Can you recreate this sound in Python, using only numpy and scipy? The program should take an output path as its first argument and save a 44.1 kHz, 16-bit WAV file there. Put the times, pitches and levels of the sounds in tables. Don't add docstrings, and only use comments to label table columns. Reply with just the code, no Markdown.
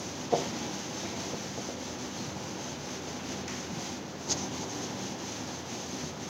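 import sys
import numpy as np
from scipy import signal
from scipy.fft import rfft, irfft, next_fast_len
from scipy.io import wavfile
from scipy.ndimage import uniform_filter1d

SR = 44100
rng = np.random.default_rng(int(sys.argv[2]) if len(sys.argv) > 2 else 0)


def persist_wave(psi):
    counts = np.round(np.clip(psi, -1, 1) * 32767).astype(np.int16)
    wavfile.write(sys.argv[1], SR, np.atleast_2d(counts).T)


N = 277379
TIME = np.arange(N) / SR

# pitch in Hz, relative level in dB, time to fade by 60 dB in seconds.
BOARD_MODES = [(161, -7.5, 0.11), (355, -19.5, 0.11), (390, -10, 0.12), (473, -9.5, 0.083), (480, -7, 0.1),
               (568, 0.5, 0.054), (680, -3, 0.13), (716, -6.5, 0.097), (761, -13, 0.061), (844, -10.5, 0.1),
               (887, -17, 0.075), (970, -18, 0.08)]


def undb(db):
    return 10 ** (np.asarray(db) / 20)


def unit(x):
    return x / np.sqrt(np.mean(x ** 2))


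def colour(x, points):
    hz, db = np.transpose(points)
    size = 2 * next_fast_len(N)
    f = np.maximum(np.fft.rfftfreq(size, 1 / SR), 1)
    gain = undb(np.interp(np.log(f), np.log(hz), db))
    return unit(irfft(rfft(x, size) * gain)[:N])


def walk(rate):
    hold = max(int(SR / rate), 1)
    steps = np.repeat(rng.standard_normal(N // hold + 1), hold)
    smooth = uniform_filter1d(uniform_filter1d(steps, hold), hold)
    return unit(smooth)[:N]


def slips(per_s, scatter_db):
    chance, size = rng.random(N), rng.standard_normal(N)
    clicks = (chance < per_s / SR) * np.sign(size) * undb(scatter_db * np.abs(size))
    return unit(clicks / np.sqrt(per_s))


def ring(x, modes):
    t = TIME[:SR]
    response = sum(undb(db - 60 * t / t60) * np.sin(2 * np.pi * hz * t) for hz, db, t60 in modes)
    return signal.fftconvolve(x, response)[:N]


def hand():
    # start in seconds, share of speed kept in the turn (0 stops, 1 loops round at speed),
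    # felt hiss level in dB, dry rasp level in dB, both before the speed and trims act on them.
    strokes = [(-.08, 0.4, -43.5, -48), (.13, 0.82, -44, -46), (.295, 0.26, -40.5, -41),
               (.52, 0.67, -43.5, -43.5), (.69, 0.74, -42.5, -45), (.885, 0.75, -42.5, -45),
               (1.15, 0.63, -42, -45.5), (1.34, 0.65, -43, -46.5), (1.525, 0.77, -43, -47),
               (1.765, 0.42, -43.5, -46.5), (1.97, 0.5, -43.5, -46), (2.11, 0.72, -44, -46.5),
               (2.35, 0.6, -44, -47.5), (2.57, 0.58, -44, -46), (2.78, 0.55, -43.5, -46.5),
               (3.01, 0.56, -44.5, -46.5), (3.22, 0.54, -43.5, -46), (3.43, 0.7, -52.5, -47.5),
               (3.475, 0.6, -43.5, -45.5), (3.699, 0.46, -42, -45.5), (4.0, 0.62, -51.5, -51),
               (4.19, 0.83, -46, -52.5), (4.28, 0.94, -44.5, -45), (4.501, 0.57, -43, -45),
               (4.665, 0.62, -42.5, -46), (4.929, 0.66, -43.5, -46.5), (5.17, 0.38, -43, -46),
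               (5.43, 0.74, -43.5, -46.5), (5.64, 0.42, -43, -47), (5.86, 0.9, -42.5, -47.5),
               (6.12, 0.64, -50.5, -50), (6.19, 0.73, -44, -47.5)]
    last_stroke_s, grip_change_s = 0.25, 0.037
    arch = 0.85

    start, turn_speed, hiss_db, rasp_db = np.transpose(strokes)
    edges = np.append(start, start[-1] + last_stroke_s)
    progress = np.interp(TIME, edges, np.arange(len(start) + 1))
    kept = np.interp(TIME, start, np.clip(turn_speed, 0.05, 1))
    speed = kept + (1 - kept) * np.abs(np.sin(np.pi * progress)) ** arch
    stroke = np.minimum(progress.astype(int), len(start) - 1)
    eased = [uniform_filter1d(db[stroke], int(grip_change_s * SR)) for db in (hiss_db, rasp_db)]
    return 20 * np.log10(speed), *eased


def felt(speed_db, hiss_db, rasp_db):
    # pitch in Hz, level in dB per Hz.
    hiss_spectrum = [(1200, -17.5), (3000, -10.5), (4500, -7), (5600, -3.5), (6300, 1.5), (6900, -7.5),
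                     (7500, -14.5), (8050, -24.5), (10000, -27), (15500, -30)]
    # pitch in Hz, level in dB per Hz.
    rasp_spectrum = [(500, -7.5), (1000, -0.5), (1300, -1), (2000, -1), (2600, -2), (3200, 0), (4500, -4.5),
                     (7000, -10), (8200, -36)]
    hiss_law, rasp_law = 1.19, 0.59

    per_s = 17000 * undb(speed_db + hiss_db - np.median(hiss_db))
    patches_db = 0.5 * walk(rate=66) + 0.46 * walk(rate=22)
    hiss_gain = undb(hiss_db + hiss_law * speed_db - 0.4)
    rasp_gain = undb(rasp_db + rasp_law * speed_db - 1.23)
    hiss = colour(slips(per_s, scatter_db=2.5), hiss_spectrum) * hiss_gain
    rasp = colour(slips(per_s, scatter_db=2.5), rasp_spectrum) * rasp_gain
    return (hiss + rasp) * undb(patches_db)


def panel(speed_db):
    # time in seconds, level in dB before the speed and mix act on it.
    press = [(0, -44), (.29, -41.5), (.44, -39), (.78, -40.5), (1.15, -40.5), (1.95, -43.5), (2.25, -42),
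             (2.5, -42), (3.45, -41.5), (3.97, -42), (4.17, -47.5), (4.3, -38.5), (4.43, -36),
             (4.52, -39.5), (4.78, -39), (4.95, -41), (5.5, -41), (6.08, -42), (6.28, -44.5)]
    # pitch in Hz, level in dB per Hz.
    rumble_spectrum = [(60, -35), (110, 1.5), (150, -2), (250, 4), (380, 2), (440, -10), (520, -3.5),
                       (620, -8.5), (740, -7.5), (810, -1.5), (1020, -8.5), (1200, -27), (2500, -46)]
    rumble_law = 0.13
    node_db, node_rate = 3, 5

    press_db = np.interp(TIME, *np.transpose(press))
    rumble = colour(slips(per_s=7000, scatter_db=1.5), rumble_spectrum)
    judder = slips(per_s=2500, scatter_db=1.5)
    singing = np.zeros(N)
    for mode in BOARD_MODES:
        swell = undb(node_db * walk(rate=node_rate))
        singing += ring(judder * swell, [mode])
    mix = undb(-1) * rumble + undb(-12) * unit(singing)
    return mix * undb(press_db + rumble_law * speed_db + 0.8 * walk(rate=29))


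def scuffs():
    # peak time in seconds, swish level in dB, rise in seconds, fall in seconds,
    # whistle pitch in Hz, whistle level in dB relative to the swish.
    scuff_events = [(.205, -49, .018, 0.015, 6260, -3), (3.481, -39, .002, .004, 6100, -5),
                    (3.497, -46, .005, .02, 6100, 0), (3.59, -45.5, .035, .03, 6400, -10),
                    (4.320, -28, 0.021, 0.012, 6460, -11), (4.381, -41.5, .007, 0.021, 6100, 0),
                    (4.421, -44.5, 0.013, 0.031, 6080, 0), (4.555, -50.5, .012, .015, 6200, 0),
                    (4.635, -45, .025, .012, 6300, -2), (4.712, -49, .018, .025, 6500, 2),
                    (4.832, -44, .014, .025, 6120, -5)]
    # pitch in Hz, level in dB per Hz.
    swish_spectrum = [(60, -20), (130, 0), (400, -5.5), (880, -4), (1250, -14), (3000, -12.5), (4000, -6),
                      (4800, -0.5), (6400, 5), (7200, -4.5), (8200, -25), (15000, -36)]
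    whistle_width_hz, whistle_wander = 320, 0.024

    out = np.zeros(N)
    swish = colour(slips(per_s=4100, scatter_db=0), swish_spectrum)
    wander = 1 + whistle_wander * walk(rate=32)
    narrow = signal.butter(2, whistle_width_hz / 2, fs=SR, output="sos")
    grain = signal.sosfilt(narrow, rng.standard_normal(N) + 1j * rng.standard_normal(N))
    for s, db, rise, fall, hz, whistle_db in scuff_events:
        width = np.where(TIME < s, rise, fall)
        swell = undb(db) * np.exp(-0.5 * ((TIME - s) / width) ** 2)
        phase = 2 * np.pi * np.cumsum(hz * wander) / SR
        whistle = unit(np.real(grain * np.exp(1j * phase)))
        out += swell * (swish + undb(whistle_db) * whistle)
    chatter = undb(0.73 * walk(rate=96))
    return out * chatter


def grabs():
    # start in seconds, level in dB, ring pitch in Hz,
    # ring's time to fade by 60 dB in seconds, burst's decay time in seconds.
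    grab_events = [(.395, -37, 260, .03, 0.025), (.46, -39, 215, 0.065, 0.19), (1.04, -52, 3880, .01, .12),
                   (1.05, -46, 2270, .007, 0.09), (1.586, -42, 217, 0.044, 0.026),
                   (1.901, -41, 237, 0.014, 0.042), (2.04, -40, 257, 0.024, 0.032),
                   (2.16, -49.5, 4270, .06, 0.11), (2.19, -37, 220, 0.044, 0.044),
                   (2.27, -43, 125, 0.22, 0.072), (3.19, -50.5, 2680, .012, .08),
                   (3.28, -49.5, 3020, .008, 0.088), (3.478, -43, 2340, 0.0018, 0.11),
                   (3.706, -38.5, 168, 0.1, 0.062), (3.77, -39.5, 161, 0.09, 0.047),
                   (4.76, -39.5, 277, 0.097, 0.078), (6.02, -42, 153, 0.13, 0.082)]
    out = np.zeros(N)
    for s, db, hz, t60, decay in grab_events:
        ringing = ring(slips(per_s=2500, scatter_db=3.5), [(hz, 0, t60)])
        onset = np.clip((TIME - s) / 0.0021, 0, 1)
        burst = ringing * onset * np.exp(-np.abs(TIME - s) / decay)
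        out += undb(db) * burst * np.sqrt(decay * SR / 2) / np.linalg.norm(burst)
    return out


def knocks():
    # start in seconds, force in dB, contact time in milliseconds.
    bumps = [(0.3235, -24.5, 1.6), (0.3278, -20.5, 1.2), (0.3319, -23.5, 1.2), (0.3365, -18, 0.98),
             (0.3417, -28, 0.96), (0.3486, -32.5, 0.79), (0.3564, -40, 1.1), (0.3825, -29, 1.3),
             (0.3888, -34, 0.68), (0.4081, -28, 1.57), (.433, -33, 1.6), (.4585, -33, 1.3),
             (1.334, -25.5, 2.15), (1.338, -33.5, 1.3), (1.3426, -37.5, 1.1), (1.347, -32, 2.1),
             (1.5765, -33.5, 1.46), (1.585, -30, 2.2), (1.5924, -28.5, 2.6), (1.6881, -29, 1.44),
             (1.6917, -38, 1.1), (1.6957, -34.5, 1.54), (3.073, -31.5, 2), (4.298, -34.5, 1.8),
             (4.629, -36, 1.15)]
    # pitch in Hz, level in dB per Hz.
    thud_spectrum = [(60, -25), (130, -1), (280, -7), (400, 2), (600, 2), (950, 10), (1100, -12),
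                     (2500, -32)]
    thud_db, thud_t60 = -20, 0.17

    force = np.zeros(N)
    for s, db, contact_ms in bumps:
        push = np.sin(np.pi * np.clip((TIME - s) / (contact_ms / 1000), 0, 1)) ** 2
        force += undb(db) * push / push.sum()
    fade = np.exp(-np.log(1000) * TIME / thud_t60)
    thud = undb(thud_db) * colour(rng.standard_normal(N), thud_spectrum) * fade
    motion = ring(force, BOARD_MODES) + signal.fftconvolve(force, thud[:SR])[:N]
    radiate = signal.butter(1, 220, "high", fs=SR, output="sos")
    return signal.sosfilt(radiate, -motion)


def clacks():
    # time in seconds, force in dB.
    hits = [(3.479, -44), (3.4806, -42)]
    # pitch in Hz, level in dB, time to fade by 60 dB in seconds.
    shell_modes = [(2030, 0, .03), (2380, -4, .026), (2850, -2, .022), (3900, -3, .015), (6070, -1, .025)]
    force = np.zeros(N)
    for s, db in hits:
        force[int(s * SR)] += undb(db)
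    return ring(force, shell_modes)


def classroom(x, wet_db, gap_s=0.0074):
    room_t60, room_top_hz = 0.35, 2000
    t = TIME[:SR]
    fade = np.exp(-np.log(1000) * t / room_t60)
    tail = rng.standard_normal(SR) * fade * np.clip(t / gap_s - 1, 0, 1)
    absorb = signal.butter(1, room_top_hz, fs=SR, output="sos")
    echo = signal.sosfilt(absorb, tail / np.linalg.norm(tail))
    return x + undb(wet_db) * signal.fftconvolve(x, echo)[:N]


def fan():
    # pitch in Hz, level in dB per Hz.
    air_spectrum = [(25, -5), (50, -1), (70, -17), (84, 5.5), (100, -6), (135, -1), (260, -2), (500, -1.5),
                    (900, -9), (1300, -10), (6500, -27), (8200, -51), (15000, -38)]
    # middle pitch in Hz, middle level in dB rms.
    tones = [(84, -58), (145.5, -56.5), (194.5, -51), (251, -52)]
    out = colour(rng.standard_normal(N), air_spectrum) * undb(-44.5 + 0.66 * walk(rate=6.35))
    for hz, db in tones:
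        phase = 2 * np.pi * np.cumsum(hz * (1 + 0.0063 * walk(rate=7))) / SR
        out = out + unit(np.sin(phase)) * undb(db + 2.73 * walk(rate=6))
    return out


def scene():
    speed_db, hiss_db, rasp_db = hand()
    wiping = felt(speed_db, hiss_db, rasp_db) + panel(speed_db) + scuffs() + grabs()
    mono = classroom(wiping + knocks() + clacks(), wet_db=-11) + fan()
    return np.array([mono, mono])


def record(dry):
    low_hz, top_hz = 72.3, 15750
    bass_cut = signal.butter(4, low_hz, "high", fs=SR, output="sos")
    top_cut = signal.ellip(10, 0.1, 70, top_hz, fs=SR, output="sos")
    return signal.sosfilt(top_cut, signal.sosfilt(bass_cut, dry))


dry = scene()
out = record(dry)
persist_wave(out)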